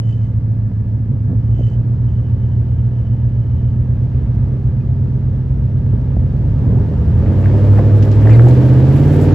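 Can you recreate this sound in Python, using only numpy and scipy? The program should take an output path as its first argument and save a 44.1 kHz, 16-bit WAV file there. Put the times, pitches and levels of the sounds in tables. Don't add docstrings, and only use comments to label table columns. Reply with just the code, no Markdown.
import sys
import numpy as np
from scipy import signal
from scipy.fft import rfft, irfft, next_fast_len
from scipy.io import wavfile
from scipy.ndimage import uniform_filter1d

SR = 44100
rng = np.random.default_rng(int(sys.argv[2]) if len(sys.argv) > 2 else 0)


def waveform_to_disk(signal):
    frames = np.transpose(np.atleast_2d(signal))
    scaled = np.clip(frames, -1, 1) * 32767
    samples = np.round(scaled).astype(np.int16)
    wavfile.write(sys.argv[1], SR, samples)


def boost(x):
    u = np.asarray(x, float) / 20
    return 10 ** u


N = 411894
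STEP = 20

# (time [s], engine cycles per second [Hz])
SPEED = [(0.0, 7.1), (.8, 6.85), (1.2, 6.84), (1.75, 7.48), (3.56, 7.52), (4.3, 8.02), (4.9, 8.2),
         (5.7, 8.19), (6.16, 8.45), (6.81, 9.7), (7.1, 9.95), (7.33, 11.6), (7.57, 12.63), (8.2, 13.05),
         (8.53, 15.65), (8.79, 16.0), (9.07, 18.25), (9.34, 19.15)]
# (time [s], effort over idling [dB], uneven firings [dB])
EFFORT = [(0.0, 0, -33), (.6, -1, -34.5), (1.2, -1, -26), (1.75, 1.5, -27.5), (3.56, 1, -27),
          (4.29, 4, -19.5), (4.9, 2.5, -21.5), (5.7, 3, -23.5), (6.16, 5, -15), (6.81, 9, -20),
          (7.1, 10.5, -13), (7.57, 17.5, -25), (8.1, 17.5, -22), (8.45, 23, -25), (8.7, 21, -27.5),
          (9.05, 22.5, -19), (9.34, 24.5, -27.5)]


def engine():
    (cycle_hz,), (effort_db, uneven_db) = in_time(SPEED), in_time(EFFORT)
    return cycle_hz, effort_db, uneven_db


STRONG = [5, 8, 11, 16]
# (level when idling [dB], share of the effort [dB per dB])
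STRONG_LEVELS = [(-4.5, 0.4), (-2.43, 0.64), (-3, 0.29), (-1.3, 0.45)]
# (frequency [Hz], level [dB])
TAILPIPE = [(34, -54.5), (43, -33), (62, -24.5), (88, -20), (102, -15), (114, -14.5), (129, -18),
            (152, -26), (200, -36.5), (300, -33.5)]
# (time [s], length [s], depth [dB])
STUMBLES = [(0.329, 0.063, 2.5), (0.796, 0.19, 3.5), (1.091, 0.036, 15), (1.245, 0.0087, 17),
            (4.29, 0.094, 6), (6.01, 0.034, 14.5), (6.14, 0.026, 13), (6.64, 0.016, 8), (6.99, 0.016, 4.5),
            (7.19, 0.021, -0.5), (8.155, 0.0087, 10)]


def strong_tones(cycle_hz, effort_db):
    dip_db = bumps(STUMBLES)
    return [follow(layer, effort_db) + at_hz(TAILPIPE, multiple * cycle_hz) - dip_db
            for multiple, layer in zip(STRONG, STRONG_LEVELS)]


EASY_BANKS = [-8, -10, -40, -10, -2, -40, -7, -8, -40, -10, -1, -1, 1, -40, -13, -4, -1, -3, -1, -11, -10,
              -4, -6, -1, -8, -1, -1, -9, -5, -9, -1, -9, -2, -4, -4, -6, -8, -12, 2, -8, -12, -6, -12, -6,
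              -12, -4, -3, -12, -2, -8]
LOADED_BANKS = [-13, -12, -40, -16, -6, -40, -8, -15, -40, -13, -13, -9, -8, -40, -8, -4, -3, -15, -7, -10,
                -17, -13, -8, -5, -14, -9, -9, -9, -8, -6, -11, -12, -12, -12, -11, -8, -5, -5, -7, -9, -6,
                -6, -11, -9, -8, -8]
BANK_LIFT = {3: 17, 6: 5, 9: -4, 10: 3, 13: 14, 15: 4, 17: 2, 18: -7, 21: 10, 23: 9, 24: 19}


def bank_pattern(multiple, cycle_hz, loaded):
    i = multiple - 3
    easy_db = EASY_BANKS[i] if i < len(EASY_BANKS) else -8.0
    hard_db = LOADED_BANKS[i] if i < len(LOADED_BANKS) else -5.5
    flat_out_hz = (13.3, 17.5) if multiple < 20 else (16, 18)
    lift_db = np.interp(cycle_hz, flat_out_hz, (0, BANK_LIFT.get(multiple, 0)))
    return (1 - loaded) * easy_db + loaded * hard_db + lift_db


# (centre [Hz], width [Hz], lift running easy [dB], lift under load [dB])
CHAMBERS = [(302, 24, -4, 12), (400, 22, 13, 11), (487, 15, 13, 13), (540, 12, 9, 9), (600, 20, 9, 4),
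            (710, 25, 0, 7)]


def silencer(hz, loaded):
    return sum((easy + loaded * (hard - easy)) / (1 + ((hz - centre_hz) / width_hz) ** 2)
               for centre_hz, width_hz, easy, hard in CHAMBERS)


# (frequency [Hz], level [dB])
PIPE = [(25, -5.5), (40, -13), (60, 0), (85, 6), (105, 14), (125, 14), (145, 5), (170, 2), (210, 4.5),
        (260, -1.5), (310, -8.5), (380, -19), (500, -21.5), (900, -35)]


def drone(cycle_hz, turns, main_db, side_db, roar_db):
    tracks = (cycle_hz, turns, side_db, roar_db, *main_db)
    cycle_hz, turns, side_db, roar_db, *main_db = [track[::STEP] for track in tracks]
    lumpy = 1.3 * (8 / cycle_hz) ** 1.5
    out = sum(tone(k * turns, db - 1.5 * lumpy, lumpy) for k, db in zip((5, 8, 11), main_db))
    out += tone(16 * turns, main_db[-1], unsteady=0.2)
    loaded = np.clip((cycle_hz - 9) / 4, 0, 1)
    for k in set(range(3, 52)) - {5, 8, 11, 16}:
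        hz = k * cycle_hz
        bright_db = 0.36 * (roar_db + 31.0) * np.clip(np.log2(hz / 250), 0, None)
        level_db = bank_pattern(k, cycle_hz, loaded) + at_hz(PIPE, hz) + silencer(hz, loaded)
        level_db = level_db + bright_db + side_db - 10.0
        out += tone(k * turns, level_db, lumpy if k < 13 else .6 * lumpy)
    return signal.resample_poly(out, STEP, 1)[:N]


def tone(turns, level_db, unsteady):
    wobble = rng.random() + 0.063 * unsteady * drift(11.0, STEP)
    height = np.sqrt(2) * boost(level_db + 2.75 * unsteady * drift(5.35, STEP))
    return height * np.sin(2 * np.pi * (turns + wobble))


# (time [s], length [s], lift [dB])
SURGES = [
    (.07, 0.048, 0.5),
    (1.12, 0.029, 6),
    (1.31, 0.039, 8),
    (4.17, 0.096, -1),
    (5.94, 0.015, 7),
    (6.72, 0.098, 6),
    (7.3, 0.072, 3.5),
    (8.3, 0.052, 2),
]


def tyre_surges():
    return bumps(SURGES)


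def firings(turns):
    return np.flatnonzero(np.diff(np.floor(8 * turns))) + 1


# (frequency [Hz], level [dB])
RUMBLE = [(15, -39.5), (30, -23), (45, 13.5), (65, 15.5), (90, 10.5), (115, 10), (140, -4.5), (200, -6.5),
          (260, -12.5), (400, -57.5), (900, -72.5), (3000, -140)]


def rumble(fired, level_db):
    pulses = np.zeros((2, N))
    pulses[:, fired] = rng.standard_normal((len(fired), 2)).T
    even = pulses / np.sqrt(uniform_filter1d(pulses[0] ** 2, SR))
    return boost(level_db - 1.5) * rms_one(coloured(even, RUMBLE))


# (frequency [Hz], level [dB per Hz])
ROAR = [(180, -18.5), (300, -3), (385, -4), (440, -4.5), (551, -7.5), (751, -18), (894, -15.5),
        (1060, -24.5), (1200, -22.5), (1410, -31.5), (1660, -28), (2200, -44), (2860, -64), (4840, -120)]


def gas_roar(roar_db, cycle_hz, turns):
    return rush(ROAR, roar_db + 1.0 - .8 * (cycle_hz - 8), turns, puff=.25, patchy_db=.5)


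# (start [s], length [s], level [dB])
RATTLE = [
    (0.05, .07, -63),
    (.19, .07, -65),
    (1.52, .2, -64),
    (2.06, 1.7, -74),
    (4.1, .12, -75),
]


def shaking():
    t = np.arange(N) / SR
    rise_s, fall_s = .15, .09
    bouts = [db - 25 * np.maximum(0, np.maximum((s - t) / rise_s, (t - s - length) / fall_s))
             for s, length, db in RATTLE]
    held_db = np.max(bouts, axis=0)
    return held_db + .6 * np.interp(held_db, (-72, -64), (3, 1)) * drift(6.0)


# (frequency [Hz], level [dB], time to die 60 dB [s])
SHIELD = [(1990, -7.5, .04), (2681, -5, .06), (3036, 3.5, 0.068), (4690, -13, 0.033), (5600, -15, .01),
          (6490, -7, 0.015), (7520, -17.5, .01)]


def shield(fired):
    level_db = shaking()
    at = np.minimum(fired + rng.integers(0, 90, len(fired)), N - 1)
    taps_db = rng.normal(0, 2.0, (len(at), 1)) + rng.normal(0, 2.5, (len(at), len(SHIELD)))
    out, shake = np.zeros(N), np.zeros(N)
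    for k, (hz, db, t60) in enumerate(SHIELD):
        clicks = np.zeros(N)
        clicks[at] = boost(level_db[at] + db + taps_db[:, k] + 8.5)
        hard = ring(clicks, hz, t60)
        soft = ring(hard, hz, 12 / hz)
        out += rms_one(soft) * np.std(hard)
    shake[at] = boost(1.5 * (level_db[at] + 60) - 57 + .5 * taps_db[:, 0])
    dying = signal.lfilter([1], [1, -boost(-60 / (.12 * SR))], shake)
    edges = signal.butter(2, [3300, 8000], "band", fs=SR, output="sos")
    return out + signal.sosfilt(edges, dying * rng.standard_normal(N))


# (time [s], peak level [dB], ring [Hz], time to die 60 dB [s])
KNOCKS = [(1.161, -33, 500, .03), (1.329, -23, 480, .04), (1.592, -20, 500, .035), (1.607, -20, 420, .04),
          (1.626, -28, 480, .03), (3.743, -31, 560, .025), (4.143, -29, 430, .03), (4.613, -30, 500, .025),
          (5.944, -19, 180, .07), (6.167, -19, 520, .035), (6.168, -16, 240, .05), (6.693, -18, 340, .04),
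          (6.918, -17, 410, .03), (7.767, -17, 400, .04), (7.783, -17, 600, .06), (7.792, -12, 400, .08),
          (8.075, -18, 600, .03), (8.259, -19, 620, .06), (8.395, -16, 500, .06), (8.47, -13, 620, .05)]


def knocks():
    return blows(KNOCKS, [.55, 1, 1.3], crack_db=-8, rise_s=.003)


# (time [s], peak level [dB], ring [Hz], time to die 60 dB [s])
CLACKS = [(7.432, -26, 1510, .01), (7.458, -21, 1600, .022), (7.5, -24, 1620, .013),
          (7.775, -26, 1500, .02), (7.735, -28, 1260, .03), (7.79, -25, 1500, .03),
          (8.0244, -30, 1500, .017), (8.0487, -27, 1700, .017), (8.077, -26, 1300, .015),
          (8.221, -25, 1300, .012), (8.2392, -23, 1800, .012), (8.259, -21, 1100, .014),
          (8.272, -17, 1600, .02), (8.2945, -18, 1750, .02), (8.273, -20, 800, .025),
          (8.295, -23, 1000, .02), (8.308, -20, 1700, .016), (8.317, -19, 1500, .02),
          (8.327, -21, 1350, .015), (8.354, -19, 1600, .014), (8.394, -17, 1650, .025),
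          (8.3945, -19, 1200, .025), (8.407, -25, 1400, .012), (8.509, -23, 1900, .014),
          (8.5539, -27, 1700, .01), (8.189, -29, 1900, .012), (8.452, -28, 1100, .012),
          (8.616, -28, 1300, .012), (9.146, -29, 1100, .012), (9.198, -27, 1100, .014)]


def board_clacks():
    return blows(CLACKS, [1, 1.14], crack_db=-5, rise_s=.0028)


# (time [s], peak level [dB], ring [Hz], time to die 60 dB [s])
CLANK = [
    (8.322, -26, 2400, .13),
    (8.337, -25, 2100, .13),
]
# (time [s], peak level [dB], ring [Hz], time to die 60 dB [s])
CLINK = [
    (8.308, -40, 3700, .04),
    (8.317, -37, 4100, .05),
    (8.333, -37, 4500, .12),
    (8.339, -37, 3900, .11),
]


def metal_clank():
    return blows(CLANK, [1], crack_db=-16, rise_s=.014) + blows(CLINK, [1], crack_db=-16, rise_s=.01)


# (time [s], peak level [dB], centre [Hz], time
# to die 60 dB [s])
SLAPS = [(7.46, -51, 1632, 0.077), (7.78, -41, 1482, 0.073), (8.025, -34.5, 4010, 0.075),
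         (8.05, -44, 3950, 0.043), (8.115, -42.5, 4065, 0.11), (8.27, -33, 1490, 0.11),
         (8.3, -36, 1802, 0.11), (8.312, -33, 2097, 0.11), (8.33, -30.5, 1766, 0.1),
         (8.485, -41.5, 5560, .06), (8.51, -34.5, 2983, 0.039), (8.555, -44.5, 4100, 0.029),
         (4.5, -64, 6000, .02), (8.025, -47, 9000, .05), (8.05, -47, 9000, .06), (8.115, -46, 5000, .04),
        (8.22, -38, 1500, .12), (8.25, -38, 1800, .15), (8.3, -46, 5500, .2), (8.395, -37, 1500, .1),
        (7.44, -41, 1700, .15), (7.76, -38, 1200, .12), (7.786, -27, 750, .1), (7.786, -36, 1600, .07),
        (8.48, -37, 1800, .1), (7.26, -42, 1700, .2)]


def sand_slaps():
    return blows(SLAPS, [], crack_db=0, rise_s=.002)


# (frequency [Hz], level [dB per Hz])
SPRAY = [(1500, -18.5), (3000, -11.5), (5000, -13), (8000, -4), (11000, -9), (16000, -9)]


def sand_spray(hiss_db, turns):
    return rush(SPRAY, hiss_db + .5 * (hiss_db + 42.0) - 7.0, turns, puff=0, patchy_db=3.0)


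# (time [s], peak level [dB], ring [Hz], time to die 60 dB [s])
CREAKS = [
    (4.118, -52, 2800, .03),
    (4.145, -52, 2500, .04),
    (4.181, -51, 2600, .03),
    (4.214, -52, 2550, .03),
    (4.806, -48, 2480, .05),
]


def spring_creaks():
    return blows(CREAKS, [1], crack_db=-8, rise_s=.004)


# (frequency [Hz], level [dB per Hz])
HISS = [(700, -35.5), (1200, -6), (1700, -5.5), (2200, -10), (3150, -13.5), (3400, -16), (5500, -22),
        (8000, -32.5), (16000, -44)]


def fan_hiss(hiss_db, turns):
    return rush(HISS, hiss_db + 3.0, turns, puff=.08, patchy_db=.3)


# (frequency [Hz], width [Hz], level [dB])
PANELS = [
    (392, 14, -37),
    (485, 12, -35),
    (539, 10, -38),
    (597, 10, -40),
    (689, 14, -46),
]
# (time [s], level [dB])
PANELS_SING = [(0, -29), (7.3, -30.5), (7.5, -1), (8.1, -1), (8.35, -5), (9.34, -18.5)]


def panels():
    return boost(in_time(PANELS_SING)[0]) * resonant_air(PANELS)


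# (frequency [Hz], width [Hz], level [dB])
WHISTLES = [(682, 24, -57), (910, 20, -68), (965, 20, -65), (1170, 30, -70), (1345, 70, -68),
            (1600, 30, -70), (2090, 50, -73)]


def whistles(hiss_db):
    return resonant_air(WHISTLES) * boost(0.55 * (hiss_db + 59))


# (frequency [Hz], level [dB], fade once the load builds [dB])
WHINES = [
    (1707, -70, 4),
    (1938, -78, 0),
    (11870, -89, 0),
    (12107, -89, 0),
]


def whines():
    t = np.arange(N) / SR
    load = np.interp(t, (3.8, 4.6), (0, 1))
    out = np.zeros(N)
    for hz, db, fade_db in WHINES:
        height = np.sqrt(2) * boost(db - fade_db * load + 2.5 * drift(4))
        out += height * np.sin(2 * np.pi * (hz * t + .12 * drift(hz / 500)))
    return out


def rush(spectrum, level_db, turns, puff, patchy_db):
    beat = 1 + puff * np.cos(16 * np.pi * turns)
    flicker = boost(patchy_db * drift(25.0))
    return boost(level_db) * rms_one(coloured(rng.standard_normal((2, N)) * beat * flicker, spectrum))


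def blows(events, overtones, crack_db, rise_s):
    out, age = np.zeros(N), np.arange(SR // 8) / SR
    for s, db, hz, t60 in events:
        body = sum(np.sin(2 * np.pi * hz * k * age) / k for k in overtones)
        band = signal.butter(4, [hz * .5, hz * 1.45], "band", fs=SR, output="sos")
        burst = signal.sosfilt(band, rng.standard_normal(len(age)))
        shape = boost(db - 60 * age / t60) * np.minimum(age / rise_s, 1) ** 2
        at = round((s - rise_s) * SR)
        out[at:at + len(age)] += shape * (body + boost(crack_db) * rms_one(burst))
    return out


def resonant_air(resonances):
    air, out = rng.standard_normal(N), 0
    for hz, width_hz, db in resonances:
        t60 = np.log(1000) / (np.pi * width_hz)
        out = out + boost(db) * rms_one(ring(ring(air, hz, t60), hz, t60))
    return out


def ring(clicks, hz, t60):
    r, w = boost(-60 / (t60 * SR)), 2 * np.pi * hz / SR
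    return signal.lfilter([0, np.sin(w)], [1, -2 * r * np.cos(w), r * r], clicks + 1e-18)


def in_time(rows):
    s, *columns = np.transpose(rows)
    return [np.interp(np.arange(N) / SR, s, c) for c in columns]


def at_hz(points, hz):
    table = np.array(points)
    return np.interp(np.log(hz + 1e-9), np.log(table[:, 0]), table[:, 1])


def follow(layer, effort_db):
    idle_db, share = layer
    return idle_db + share * effort_db


def bumps(events):
    t = np.arange(N) / SR
    return sum(db * np.exp(-((t - s) / length) ** 2) for s, length, db in events)


def rms_one(x):
    return x / np.sqrt(np.mean(x ** 2) + 1e-20)


def drift(rate, step=1):
    r = np.exp(-200 * np.pi * rate / SR)
    noise = rng.standard_normal(N // 100 + 1002)
    slow = signal.lfilter([1], [1, -2 * r, r * r], noise)[1000:]
    return np.interp(np.arange(0, N, step) / 100, np.arange(len(slow)), rms_one(slow))


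def coloured(x, spectrum):
    size = next_fast_len(N + SR)
    size += size % 2
    fold = irfft(np.log(boost(at_hz(spectrum, np.fft.rfftfreq(size, 1 / SR)))), size)
    fold[1:size // 2] *= 2
    fold[size // 2 + 1:] = 0
    return irfft(rfft(x, size) * np.exp(rfft(fold)), size)[..., :N]


# (frequency [Hz], side minus mid [dB])
WIDTH = [(30, -20), (90, -19.5), (180, -22.5), (350, -12), (1000, -9), (2500, -4), (5000, -3.5), (9000, -2),
         (14000, -0.5)]
# (frequency [Hz], left minus right [dB])
LEAN = [(30, -.3), (100, -1.2), (400, -1.8), (1200, -.3), (3500, .4), (10000, -1.3)]


def spread(mid, side, steady):
    side = coloured(side + np.roll(steady, 110), WIDTH)
    left = coloured(mid + steady + side, [(hz, db / 2) for hz, db in LEAN])
    right = coloured(mid + steady - side, [(hz, -db / 2) for hz, db in LEAN])
    return np.array([left, right])


SIDE_TONES, GAS_ROAR, FAN_HISS = (-31, 0.7), (-44, 1.193), (-64, 0.9)


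def scene():
    cycle_hz, effort_db, uneven_db = engine()
    surge_db = tyre_surges()
    side_db = follow(SIDE_TONES, effort_db) + surge_db
    roar_db = follow(GAS_ROAR, effort_db) + 0.67 * surge_db
    hiss_db = uniform_filter1d(follow(FAN_HISS, effort_db), SR // 4)
    turns = np.cumsum(cycle_hz) / SR
    fired = firings(turns)
    steady = drone(cycle_hz, turns, strong_tones(cycle_hz, effort_db), side_db, roar_db)
    steady += shield(fired)
    steady += knocks() + board_clacks() + metal_clank() + sand_slaps() + spring_creaks()
    steady += panels() + whistles(hiss_db) + whines()
    wide = rumble(fired, uneven_db - .5 * (cycle_hz - 8)) + gas_roar(roar_db, cycle_hz, turns)
    wide += sand_spray(hiss_db, turns) + fan_hiss(hiss_db, turns)
    mid, side = wide
    return spread(mid, side, steady)


# (frequency [Hz], level [dB])
GAPS = [(8100, 0), (8400, -45), (9600, -45), (9800, 0), (12200, 0), (12500, -45), (13800, -45), (14000, 0),
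        (15600, 0), (15900, -45)]


def drop_bands(x):
    return coloured(x, GAPS)


def roll_off(x):
    return signal.sosfilt(signal.butter(12, 15700, fs=SR, output="sos"), x)


def record(dry):
    squeezed = dry / (1 + np.abs(dry / .95) ** 4) ** .25
    return roll_off(drop_bands(squeezed))


dry = scene()
out = record(dry)
waveform_to_disk(out)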